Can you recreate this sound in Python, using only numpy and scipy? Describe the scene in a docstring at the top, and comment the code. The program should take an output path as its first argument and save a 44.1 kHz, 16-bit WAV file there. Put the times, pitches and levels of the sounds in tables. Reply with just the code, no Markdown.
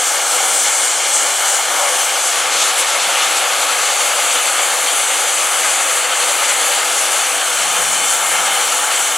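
"""One unbroken jet of steam roars and hisses from the safety valves of a standing locomotive.
Shaped noise is the jet: resonances and close reflections colour it, a leaning, billowing plume sways it.
Carriages and platform add a faint scattered echo; gusts of low noise ruffle two microphone ports.
A low, slightly unsteady sine hums underneath."""
import sys
import numpy as np
from scipy import signal
from scipy.fft import rfft, irfft
from scipy.io import wavfile
from scipy.ndimage import uniform_filter1d

SR = 44100
rng = np.random.default_rng(int(sys.argv[2]) if len(sys.argv) > 2 else 0)


def bounce(signal):
    """Save signal as a 16-bit WAV file at the path given by the first command-line argument."""
    frames = np.transpose(np.atleast_2d(signal))
    limited = np.clip(frames, -1, 1)
    pcm = np.round(limited * 32767).astype(np.int16)
    wavfile.write(sys.argv[1], SR, pcm)


N = 404397
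T_S = np.arange(N) / SR
FRAME_SIZE, HOP = 2048, 256  # samples
BIN_HZ = np.fft.rfftfreq(FRAME_SIZE, 1 / SR)
FRAME_S = np.arange(N // HOP + 2) * HOP / SR
BAND_EDGE_HZ = 15830


# jet spectrum, roar near 1 kHz and hiss near 7 kHz: f/Hz, relative density/dB
JET_SPECTRUM = [(40, -47), (130, -37), (220, -28), (310, -16.5), (440, -15), (720, -7.5), (1300, -0.5),
                (1900, -3.5), (3100, -3), (3900, -6.5), (5000, -7), (6300, -3), (7800, -1.5), (10800, -7.5),
                (11900, -14), (15600, -27)]
# likeness of the two ports: f/Hz, correlation
PORT_LIKENESS = [(100, .85), (300, 0.9), (600, 0.98), (3000, 0.98), (4300, .998), (5600, 0.94), (7500, 0.9),
                 (9000, 0.83), (10200, 0.48), (12500, 0.79), (15000, 0.85)]
# left minus right: f/Hz, level difference/dB
PORT_BALANCE = [(60, 12), (200, 5), (700, 4), (1200, 2), (2600, 1.8), (3600, 0), (5400, 0), (6800, 1.6),
                (8800, 1.3), (10100, 8), (11500, 3.5), (13300, 3.5), (14900, 3), (15600, 2)]
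# phase by which left leads: f/Hz, phase/rad
PORT_LEAD = [(100, 0), (340, 0.39), (700, -0.32), (1300, 0.036), (4700, 0), (6600, -0.052), (7800, -0.13),
             (9400, 0.76), (9900, .8), (10900, -.4), (11800, .15), (15400, -.1)]


def safety_valves(jet_db=-15.5, flutter_db=1.08, patches_db=1.03):
    """Turbulent steam excites the resonances; eddies scatter short waves the most."""
    colour_db = over_hz(JET_SPECTRUM) + path_colour()
    flutter = flutter_db * eddies(seconds=.03, span_hz=5200)
    patches = patches_db * eddies(seconds=.092, span_hz=600)
    scatter = BIN_HZ / (BIN_HZ + 1000)
    jet_gain = gain_of(colour_db + plume_sway() + scatter * (flutter + patches))
    # each port takes half the level and phase difference, in opposite senses
    left = gain_of(over_hz(PORT_BALANCE) / 2) * np.exp(.5j * over_hz(PORT_LEAD))
    ports = np.array([left, 1 / left])[:, None]
    jet = sound_of(port_pair(over_hz(PORT_LIKENESS)) * jet_gain * ports)
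    steam = casing(jet)
    return gain_of(jet_db) * steam / np.std(steam.mean(0))


# resonances and dips of casing, dome and surroundings, before scaling: f/Hz, width/Hz, lift/dB
CASING_RESONANCES = [(289, 20, 6.5), (382, 22, 6), (497, 58, 12), (578, 70, 8.8), (699, 52, 7),
                     (808, 135, 8.3), (1030, 40, -4), (1118, 20, 4.5), (1228, 75, 3.5), (1351, 28, 3),
                     (1927, 73, -3.2), (2155, 100, 4.6), (3020, 283, 2.2), (3512, 137, 3.2),
                     (4324, 362, 2.2), (5382, 224, -2.8)]


def casing(steam, ring=.98):
    """The steam sets narrow, fixed resonances ringing."""
    lift_db = ring * humps(CASING_RESONANCES, np.fft.rfftfreq(N, 1 / SR))
    return irfft(rfft(steam) * gain_of(lift_db), N)


# plume leaning toward the microphone (+) or away (-): t/s, lean
PLUME_LEAN = [(0, -0.47), (.4, -0.36), (.85, -1.3), (1.8, -.1), (2.5, -0.033), (3.2, 0.76), (4.3, .3),
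              (5.7, -0.59), (6.7, 0.41), (7.7, -.35), (8.4, 0.65), (9.17, 0.19)]
# more roar and less hiss when leaning in: f/Hz, level per unit lean/dB
LEAN_SPECTRUM = [(300, 1), (800, 1.5), (1300, 1), (2200, 0.4), (4000, 0.6), (6500, -1), (9000, -1.9),
                 (11000, 1.2)]
# billows lifting or shading one band: t/s, length/s, f/Hz, level/dB
PLUME_BILLOWS = [(.37, 0.3, 850, 3), (.55, .22, 9500, 2.5), (.84, 0.087, 12000, 2), (.99, 0.16, 12500, -4),
                 (1.165, 0.1, 7500, 3), (1.454, .07, 1400, 4.5), (1.54, .09, 7000, 1.2),
                 (1.68, 0.13, 9000, -2), (1.808, 0.21, 895, 4.5), (2.036, 0.2, 11400, 3),
                 (2.163, 0.09, 10000, -2), (2.274, .06, 8000, 1.5), (2.496, 0.067, 7500, -5),
                 (2.61, 0.1, 5000, 4.5), (2.802, 0.03, 10000, 8), (3.184, 0.054, 2000, 3.5),
                 (5.676, 0.043, 11000, 1), (6.07, 0.11, 9400, -4.5), (7.426, .1, 10000, -2.3),
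                 (8.12, 0.076, 8000, 3.5), (8.42, 0.11, 1200, 2), (8.93, 0.057, 9000, -1)]


def plume_sway(hiss_sway_db=.5, roar_sway_db=.32, billow_octaves=1.5):
    """Slow lean, large billows and restless random sway of the plume, as dB swings of the jet."""
    sway_db = curve(PLUME_LEAN, FRAME_S)[:, None] * over_hz(LEAN_SPECTRUM)
    octave = np.log2(BIN_HZ + 1)
    for s, length_s, hz, db in PLUME_BILLOWS:
        in_time = bell(FRAME_S[:, None], s, length_s)
        in_pitch = bell(octave, np.log2(hz), billow_octaves)
        sway_db = sway_db + db * in_time * in_pitch
    treble = BIN_HZ / (BIN_HZ + 3000)
    hiss_sway = hiss_sway_db * treble * eddies(seconds=.16, span_hz=9000)
    roar_sway = roar_sway_db * eddies(seconds=.12, span_hz=3100)
    return sway_db + hiss_sway + roar_sway


# close reflections for each microphone aim, before depth scaling: f/Hz, width/Hz, lift/dB
DOME_REFLECTIONS = [(1200, 210, -3), (1940, 150, -4.5), (2610, 230, -8), (3720, 400, -4), (5000, 900, -2.5),
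                    (10700, 1400, -2.5)]
BOILER_REFLECTIONS = [(3336, 124, -1.5), (3940, 240, -2.2), (5340, 700, -6.5), (11000, 770, 2),
                      (11950, 650, -4.2)]
ENGINE_REFLECTIONS = [(554, 70, -6.5), (1960, 150, -3), (2660, 230, -3.2), (3090, 160, 3), (3333, 123, -5),
                      (3835, 280, -4.2), (5000, 850, -6), (11610, 615, -4)]
# steam cloud dulling the top: t/s, length/s, level at 15 kHz/dB
STEAM_CLOUD = (2.9, 1.3, -6)


def path_colour(haze_db=-.4, steepness=2.6, depth=.98):
    """Close reflections cancel or lift bands for each aim; haze and drifting cloud dull the top."""
    hollows = aimed(-1, 2.13) * humps(DOME_REFLECTIONS)
    hollows = hollows + aimed(3.66, 7.1) * humps(BOILER_REFLECTIONS)
    hollows = hollows + aimed(7.34, 11) * humps(ENGINE_REFLECTIONS)
    s, length_s, cloud_db = STEAM_CLOUD
    dulling_db = haze_db + cloud_db * bell(FRAME_S[:, None], s, length_s)
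    top = np.minimum(BIN_HZ, BAND_EDGE_HZ) / 15000
    return depth * hollows + dulling_db * top ** steepness


def aimed(start_s, end_s, turn_s=1):
    """Share of one microphone aim, fading in and out as it turns."""
    inside_s = np.minimum(FRAME_S - start_s, end_s - FRAME_S)
    return np.clip(.5 + inside_s / turn_s, 0, 1)[:, None]


def station(x, echo_db=-13, t60_s=.17, dull_hz=3500, taps_per_s=1000, first_s=.008):
    """Carriages and platform return scattered, dulled echoes, which ripple the spectrum finely."""
    t = np.arange(SR // 4) / SR
    signs = rng.choice([-1., 1.], len(t))
    present = (rng.random(len(t)) < taps_per_s / SR) * (t > first_s)
    taps = signs * present * gain_of(-60 * t / t60_s)
    taps = taps / np.linalg.norm(taps)
    echoes = signal.lfilter(*signal.butter(1, dull_hz, fs=SR), taps)
    return x + gain_of(echo_db) * signal.oaconvolve(x, echoes[None], axes=1)[:, :N]


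# gusts, before the wind trim: t/s, length/s, level/dB
WIND_GUSTS = [(.55, 0.18, -44), (.95, .16, -50), (1.64, .12, -55), (2.54, .14, -47), (3.077, 0.073, -42),
              (7.65, 0.2, -36.5), (7.844, 0.1, -35), (8.04, 0.22, -41), (8.44, 0.28, -39.5),
              (9.05, 0.31, -61)]
# light air between gusts, before the wind trim: t/s, level/dB
WIND_BREEZE = [(0, -68), (1, -67), (2.7, -59), (3.7, -77), (6, -74), (7.1, -61), (8.3, -54), (9.17, -63)]
# wind noise spectrum: f/Hz, relative level/dB
WIND_SPECTRUM = [(20, -30), (60, -14), (110, -7.5), (150, 1.5), (230, 0.5), (330, -8), (450, -8),
                 (1000, -36), (3000, -80)]


def wind(trim_db=.5, lumps_db=3, likeness=-.92, side_db=1.2):
    """Lumpy gusts rise out of the breeze and push the two ports mostly in opposite senses."""
    lumps = gain_of(lumps_db * eddies(seconds=.035, span_hz=200))
    spectra = port_pair(likeness) * gain_of(over_hz(WIND_SPECTRUM)) * lumps
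    buffet = evened(sound_of(spectra))
    force = gain_of(curve(WIND_BREEZE, T_S))
    for s, length_s, db in WIND_GUSTS:
        force = force + gain_of(db) * bell(T_S, s, length_s)
    return buffet * force * gain_of(trim_db + np.array([[side_db], [-side_db]]))


# hum swelling and sinking: t/s, rms level/dB
HUM_LEVEL = [(0, -74), (1.5, -67.5), (3, -66.5), (4.5, -68.5), (5.8, -84), (6.6, -68), (9.17, -69)]


def hum(pitch_hz=113.1, waver_rms_hz=.54):
    """A faint sine whose pitch wavers at random and whose level swells and sinks."""
    drift = np.interp(T_S, FRAME_S, eddies(seconds=.26, span_hz=20)[:, 0])
    phase = 2 * np.pi * np.cumsum(pitch_hz + waver_rms_hz * drift) / SR
    return gain_of(curve(HUM_LEVEL, T_S)) * evened(np.sin(phase))


def eddies(seconds, span_hz):
    """Random patches in time and frequency, rms 1."""
    field = rng.standard_normal((len(FRAME_S), len(BIN_HZ)))
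    frames = max(round(seconds * SR / HOP), 1)
    bins = max(round(span_hz * FRAME_SIZE / SR), 1)
    field = uniform_filter1d(field, frames, axis=0, mode="wrap")
    return evened(uniform_filter1d(field, bins, axis=1, mode="wrap"))


def port_pair(likeness):
    """Spectra of two noises with the given correlation."""
    c, left = np.clip(likeness, -1, 1), noise()
    return np.array([left, c * left + np.sqrt(1 - c ** 2) * noise()])


def noise():
    """Short-time spectra of white noise."""
    white = rng.standard_normal((len(FRAME_S) - 1) * HOP)
    return signal.stft(white, nperseg=FRAME_SIZE, noverlap=FRAME_SIZE - HOP)[2].T


def sound_of(spectra):
    """Waveforms from short-time spectra."""
    _, x = signal.istft(spectra.swapaxes(1, 2), nperseg=FRAME_SIZE, noverlap=FRAME_SIZE - HOP)
    return x[:, :N]


def humps(rows, at_hz=BIN_HZ):
    """Summed dB lift of resonances; width at half the dB height."""
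    return sum(db / (1 + (2 * (at_hz - hz) / width_hz) ** 2) for hz, width_hz, db in rows)


def bell(x, centre, width, edge=1.7):
    """Smooth bump of height 1, width at half height."""
    return .5 ** (np.abs(2 * (x - centre) / width) ** edge)


def over_hz(points):
    """Spectrum joined by straight lines on a log-frequency axis."""
    f, value = np.transpose(points)
    return np.interp(np.log(BIN_HZ + 1), np.log(f + 1), value)


def curve(rows, at_s):
    """Time curve joined by straight lines."""
    return np.interp(at_s, *np.transpose(rows))


def gain_of(db):
    """Amplitude ratio of a dB level."""
    return 10 ** (np.asarray(db) / 20)


def evened(x):
    """Scale to rms 1."""
    return x / np.sqrt(np.mean(x ** 2) + 1e-20)


def scene():
    """Steam with its station echo, wind and hum."""
    return station(safety_valves()) + wind() + hum()


def record(dry, ceiling=.92):
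    """Clip peaks at the ceiling, then low-pass at the band edge."""
    held = np.clip(dry, -ceiling, ceiling)
    low_pass = signal.firwin(1023, BAND_EDGE_HZ, window=("kaiser", 9), fs=SR)
    return signal.oaconvolve(held, low_pass[None], "same")


dry = scene()
out = record(dry)
bounce(out)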